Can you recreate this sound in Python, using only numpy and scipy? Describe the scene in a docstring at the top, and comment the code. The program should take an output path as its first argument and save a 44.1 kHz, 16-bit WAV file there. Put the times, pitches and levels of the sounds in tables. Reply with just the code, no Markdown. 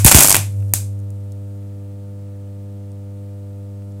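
"""On a workbench, close to the microphone, a steel screw is pressed across a transformer's thick leads.
The loose contact arcs about once per mains half-cycle, with two strong blasts of air that overload
the microphone. Then the screw welds fast and spits once more, amid faint frying and ticks.
The transformer hums on, its deep note sinking as the screw heats up."""
import sys
import numpy as np
from scipy import signal
from scipy.fft import rfft, irfft
from scipy.io import wavfile

SR = 44100
rng = np.random.default_rng(int(sys.argv[2]) if len(sys.argv) > 2 else 0)


def dump(signal):
    """Clip the signal to [-1, 1] and save it as 16-bit WAV at the path in sys.argv[1]."""
    limited = np.clip(np.atleast_2d(signal).T, -1, 1)
    pcm = np.round(limited * 32767).astype(np.int16)
    wavfile.write(sys.argv[1], SR, pcm)


N = 176400
LEAD = 4410  # samples ahead of time zero
T = np.arange(-LEAD, N) / SR

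# Spectrum of the sizzling contact. Each row: frequency in Hz, relative density in dB.
SIZZLE_SPECTRUM = [(1500, -42.5), (4000, -15), (6000, -5.5), (8300, 0), (10000, -3.5), (11700, -1.5),
                   (13300, -8), (14500, -7.5), (16000, -16)]
# Resonances and one dip that colour every spark. Each row: centre in Hz, width in Hz, lift in dB.
SPARK_RESONANCES = [(450, 90, -10), (880, 90, 4), (1510, 150, 4), (2430, 200, 5), (3483, 50, 6),
                    (6340, 60, 6), (6765, 50, 4), (7050, 50, 6), (7580, 80, 5), (8290, 70, 5),
                    (8960, 70, 3), (9830, 60, 3), (10820, 150, 3), (11600, 200, 2), (14300, 250, 4)]


def from_db(db):
    """Decibels to gain."""
    return 10 ** (np.asarray(db) / 20)


def unit_rms(x):
    """Scale to rms 1."""
    return x / np.sqrt(np.mean(x ** 2) + 1e-20)


def envelope(points):
    """Gain over time from (s, dB) points."""
    return from_db(np.interp(T, *np.transpose(points)))


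def db_at_hz(spectrum, hz):
    """Interpolate (Hz, dB) points on a log-frequency axis."""
    points_hz, points_db = np.transpose(spectrum)
    return np.interp(np.log(hz + 1e-9), np.log(points_hz), points_db)


def noise(spectrum, resonances=(), tilt_db_per_oct=0, size=len(T)):
    """Noise of rms 1 with a broad colour, a tilt above 900 Hz and narrow resonances."""
    hz = np.arange(size // 2 + 1) * SR / size
    db = db_at_hz(spectrum, hz) + tilt_db_per_oct * np.log2(np.maximum(hz / 9000, .1))
    for centre_hz, width_hz, lift_db in resonances:
        db += lift_db / (1 + (2 * (hz - centre_hz) / width_hz) ** 2)
    phasors = np.exp(2j * np.pi * rng.random(len(hz)))
    return unit_rms(irfft(phasors * from_db(db), size))


def drift(step_s, size=len(T)):
    """Gaussian values a step apart, joined by straight lines."""
    index = np.arange(size)
    return np.interp(index / SR / step_s, index, rng.standard_normal(size))


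def workshop_background():
    """Steady low rumble with a faint hiss."""
    # Each row: frequency in Hz, relative density in dB.
    spectrum = [(20, -19.5), (33, -23), (52, -5), (80, -1), (150, -2), (270, -5), (420, -13.5),
                (650, -15.5), (1000, -22), (2000, -24), (5800, -29.5), (7000, -28), (8800, -25.5),
                (10000, -30), (12500, -30), (15500, -33)]
    return from_db(-53) * noise(spectrum)


def transformer():
    """The load current sounds a deep note; the core adds one soft pulse of buzz per half-cycle."""
    # Deep note, following the current through the screw. Each row: time in seconds, level in dB.
    note_levels = [(0, -14.5), (.043, -14.5), (.06, -36), (.34, -29.5), (.385, -20.5), (.52, -23.5),
                   (.6, -18), (.74, -22.5), (.95, -24.5), (1.3, -28.5), (1.95, -31.5), (4, -31)]
    # Core buzz. Each row: time in seconds, gain in dB.
    buzz_gains = [(0, -8), (.4, -9.5), (.6, -3), (.9, -5), (1.3, -3.5), (4, -3)]
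    # Core overtones. Each row: multiple of the hum frequency, relative level in dB.
    overtones = [(1.5, -57.5), (2, -39.5), (2.5, -87), (3, -43), (4, -51.5), (5, -45.5), (6, -50.5),
                 (7, -60), (8, -65), (9, -63), (10, -71), (12, -69.5), (13, -70.5), (14, -72), (17, -81),
                 (18, -82.5)]
    hum_hz, waver_db = 99.8, 1  # hum at twice the mains frequency
    phase_rad = 2 * np.pi * hum_hz * T
    buzz = 0
    for multiple, db in overtones:
        lag_rad = .45 * (multiple - 1) ** 2
        gain = from_db(db + waver_db * drift(step_s=.22))
        buzz += gain * np.cos(multiple * phase_rad - lag_rad)
    return np.sqrt(2) * (envelope(note_levels) * np.cos(phase_rad) + envelope(buzz_gains) * buzz)


def frying():
    """The contact fries faintly until the weld has settled."""
    # Each row: time in seconds, level in dB.
    levels = [(0, -59), (.6, -55), (.72, -60.5), (1.0, -69), (1.6, -71), (2.2, -89), (4, -85)]
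    rough_db = 2.5
    return envelope(levels) * noise(SIZZLE_SPECTRUM) * from_db(rough_db * drift(step_s=.0021))


def spark(start_s, length_s, db, spectrum, tilt_db_per_oct=0, size=1024):
    """One arc strikes at once, sputters for a few milliseconds and goes out."""
    release_s, sputter_db = .00027, 1.5
    age_s = np.arange(size) / SR
    burning = np.exp(-np.maximum(age_s - length_s, 0) / release_s)
    sputter = from_db(sputter_db * drift(step_s=.0004, size=size))
    hiss = noise(spectrum, SPARK_RESONANCES, tilt_db_per_oct, size)
    rms = from_db(db) * np.sqrt(np.mean(burning ** 2))
    out = np.zeros(len(T))
    start = LEAD + int(start_s * SR)
    out[start:start + size] = rms * unit_rms(burning * sputter * hiss)
    return out


def room_tail(source, spectrum, t60_s):
    """The room stores a sound's energy and gives it back as dying, diffuse noise."""
    # Colour the room adds. 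Each row: frequency in Hz, gain in dB.
    room_colour = [(150, 0.5), (400, -2), (1000, -4), (3000, 2), (7000, -3), (11000, -5), (15500, -4.5)]
    room_db, delay_s = -8, .0026
    retained = from_db(-60 / (t60_s * SR)) ** 2  # energy share per sample
    energy = signal.lfilter([1 - retained], [1, -retained], source ** 2 + 1e-18)
    delayed_energy = np.interp(T - delay_s, T, energy)
    tail_spectrum = [(hz, db + db_at_hz(room_colour, hz)) for hz, db in spectrum]
    return from_db(room_db) * np.sqrt(delayed_energy) * noise(tail_spectrum, SPARK_RESONANCES)


def arcs():
    """Each arc gives a bright sizzle and a lower crack; the top treble dies soonest in the room."""
    # Each row: start in seconds, length in seconds, sizzle level in dB, crack level in dB,
    # sizzle tilt in dB per octave.
    strikes = [(-.025, .004, -5.5, -13.5, -4.5), (.0462, 0.0033, 5, -8.5, 4),
               (.0538, 0.0017, -2.5, -11, -2), (.0615, .007, 1.5, -9.5, 0.5), (.070, 0.012, -4, -11.5, 0.5),
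               (.0822, .0028, -9.5, -8, 0), (.086, .008, -10.5, -22, -2.5), (.095, .0015, -3, -13.5, 2),
               (.1135, 0.0069, -1, -6, -1.5), (.123, .003, -3.5, -8, -6), (.1455, 0.0027, 9.5, 2, -6),
               (.152, .003, 4.5, -16, 1.5), (.1622, .0035, -3, -10.5, -1), (.173, 0.0026, -2.5, -6.5, 0),
               (.1843, .0036, 2, -0.5, 1.5), (.191, .003, -0.5, -19.5, 1), (.2053, .0038, 3.5, -6.5, 3.5),
               (.212, .004, -13, -11.5, 0), (.223, 0.0053, -3.5, -13.5, 2.5), (.2328, .004, -1, -21, -0.5),
               (.2442, 0.0044, -5, -11.5, -5), (.2533, .003, -8.5, -17, 0.5), (.264, .0013, -5, -15, 7),
               (.2735, .002, -3.5, -23.5, 0.5), (.2841, 0.0027, -5.5, -13.5, 5),
               (.2945, .0033, -3.5, -21.5, 0.5), (.3037, 0.0049, -4.5, -14, -2),
               (.3146, 0.0023, -3.5, -12.5, -8), (.325, 0.00334, -5, -17, -3),
               (.3447, 0.0027, -5.5, -5.5, 0), (.3532, 0.0023, -6, -9, 4.5), (.366, 0.0017, -4.5, -13, 2.5),
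               (.7368, 0.0023, -2.5, -17, 7.5)]
    # Each row: frequency in Hz, relative density in dB.
    crack_spectrum = [(60, -8.5), (180, 3), (330, 2), (440, -3.5), (600, 1.5), (900, -2), (1500, -6),
                      (2600, -5.5), (4500, -11), (9000, -23)]
    # Boom of bench and room after a crack. Each row: frequency in Hz, relative density in dB.
    boom_spectrum = [(50, -25), (110, -1.5), (150, -1.5), (200, -7), (320, -23), (900, -49)]
    sizzle = sum(spark(start_s, length_s, db, SIZZLE_SPECTRUM, tilt)
                 for start_s, length_s, db, _, tilt in strikes)
    crack = sum(spark(start_s, length_s, db, crack_spectrum) for start_s, length_s, _, db, _ in strikes)
    split_hz = 12000
    lowpass = signal.butter(4, split_hz, "low", fs=SR, output="sos")
    highpass = signal.butter(4, split_hz, "high", fs=SR, output="sos")
    sizzle_tail = signal.sosfilt(lowpass, room_tail(sizzle, SIZZLE_SPECTRUM, t60_s=.27))
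    top_tail = signal.sosfilt(highpass, room_tail(sizzle, SIZZLE_SPECTRUM, t60_s=.21))
    crack_tail = room_tail(crack, crack_spectrum, t60_s=.28)
    boom = from_db(-8) * room_tail(crack, boom_spectrum, t60_s=.57)
    return sizzle + crack + sizzle_tail + top_tail + crack_tail + boom


def air_blasts():
    """Air from the larger arcs hits the microphone, which swings a few times, ever more slowly."""
    # Each row: start in seconds, gain in dB, decay time in seconds.
    puffs = [(0.0496, 8.5, 0.01), (0.0657, 0, .004), (0.1471, 10.5, 0.0094), (0.2073, -19, 0.0083),
             (0.3443, -8.5, 0.002), (0.7375, -10, 0.005)]
    start_hz, end_hz, sag_s = 217, 58, .005
    rise_s, low_cut_hz = .002, 32
    swings = 0
    for start_s, db, decay_s in puffs:
        age_s = np.maximum(T - start_s, 0)
        cycles = end_hz * age_s + (start_hz - end_hz) * sag_s * (1 - np.exp(-age_s / sag_s))
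        amplitude = from_db(db) * (1 - np.exp(-age_s / rise_s)) * np.exp(-age_s / decay_s)
        swings += amplitude * np.sin(2 * np.pi * cycles)
    highpass = signal.butter(2, low_cut_hz, "high", fs=SR, output="sos")
    return signal.sosfilt(highpass, swings + 1e-18)


def ticks(size=1024):
    """Landing sparks and heating metal give tiny broadband clicks, each around its own pitch."""
    # Each row: start in seconds, level in dB, centre in Hz.
    clicks = [(.605, -50, 2500), (.626, -41, 2000), (.634, -49, 14000), (.683, -47, 7000),
              (.694, -47, 7000), (.714, -47, 14000), (.991, -49, 9000), (1.001, -49, 8000),
              (1.1045, -42, 9000), (1.3212, -41, 7500), (2.918, -50, 7000), (3.821, -49, 1700),
              (3.921, -52, 8000)]
    decay_s, width_oct = .0016, .55
    decay = np.exp(-np.arange(size) / SR / decay_s)
    hz = np.arange(size // 2 + 1) * SR / size
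    out = np.zeros(len(T))
    for start_s, db, centre_hz in clicks:
        band = np.exp(-.5 * (np.log2((hz + 1) / centre_hz) / width_oct) ** 2)
        hiss = unit_rms(irfft(rfft(rng.standard_normal(size)) * band))
        start = LEAD + int(start_s * SR)
        out[start:start + size] += from_db(db) * hiss * decay
    return out


def scene():
    """Sparks and ticks over the hum and the background, in mono."""
    mix = arcs() + air_blasts() + ticks() + frying() + transformer() + workshop_background()
    return mix[None, LEAD:]


def record(dry):
    """The microphone overloads on the arcs; the top treble is cut."""
    ceiling, knee_power, cutoff_hz = .94, 8.0, 15900
    clipped = dry / (1 + np.abs(dry / ceiling) ** knee_power) ** (1 / knee_power)
    lowpass = signal.firwin(255, cutoff_hz, fs=SR)
    return signal.fftconvolve(clipped, lowpass[None], mode="same")


dry = scene()
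out = record(dry)
dump(out)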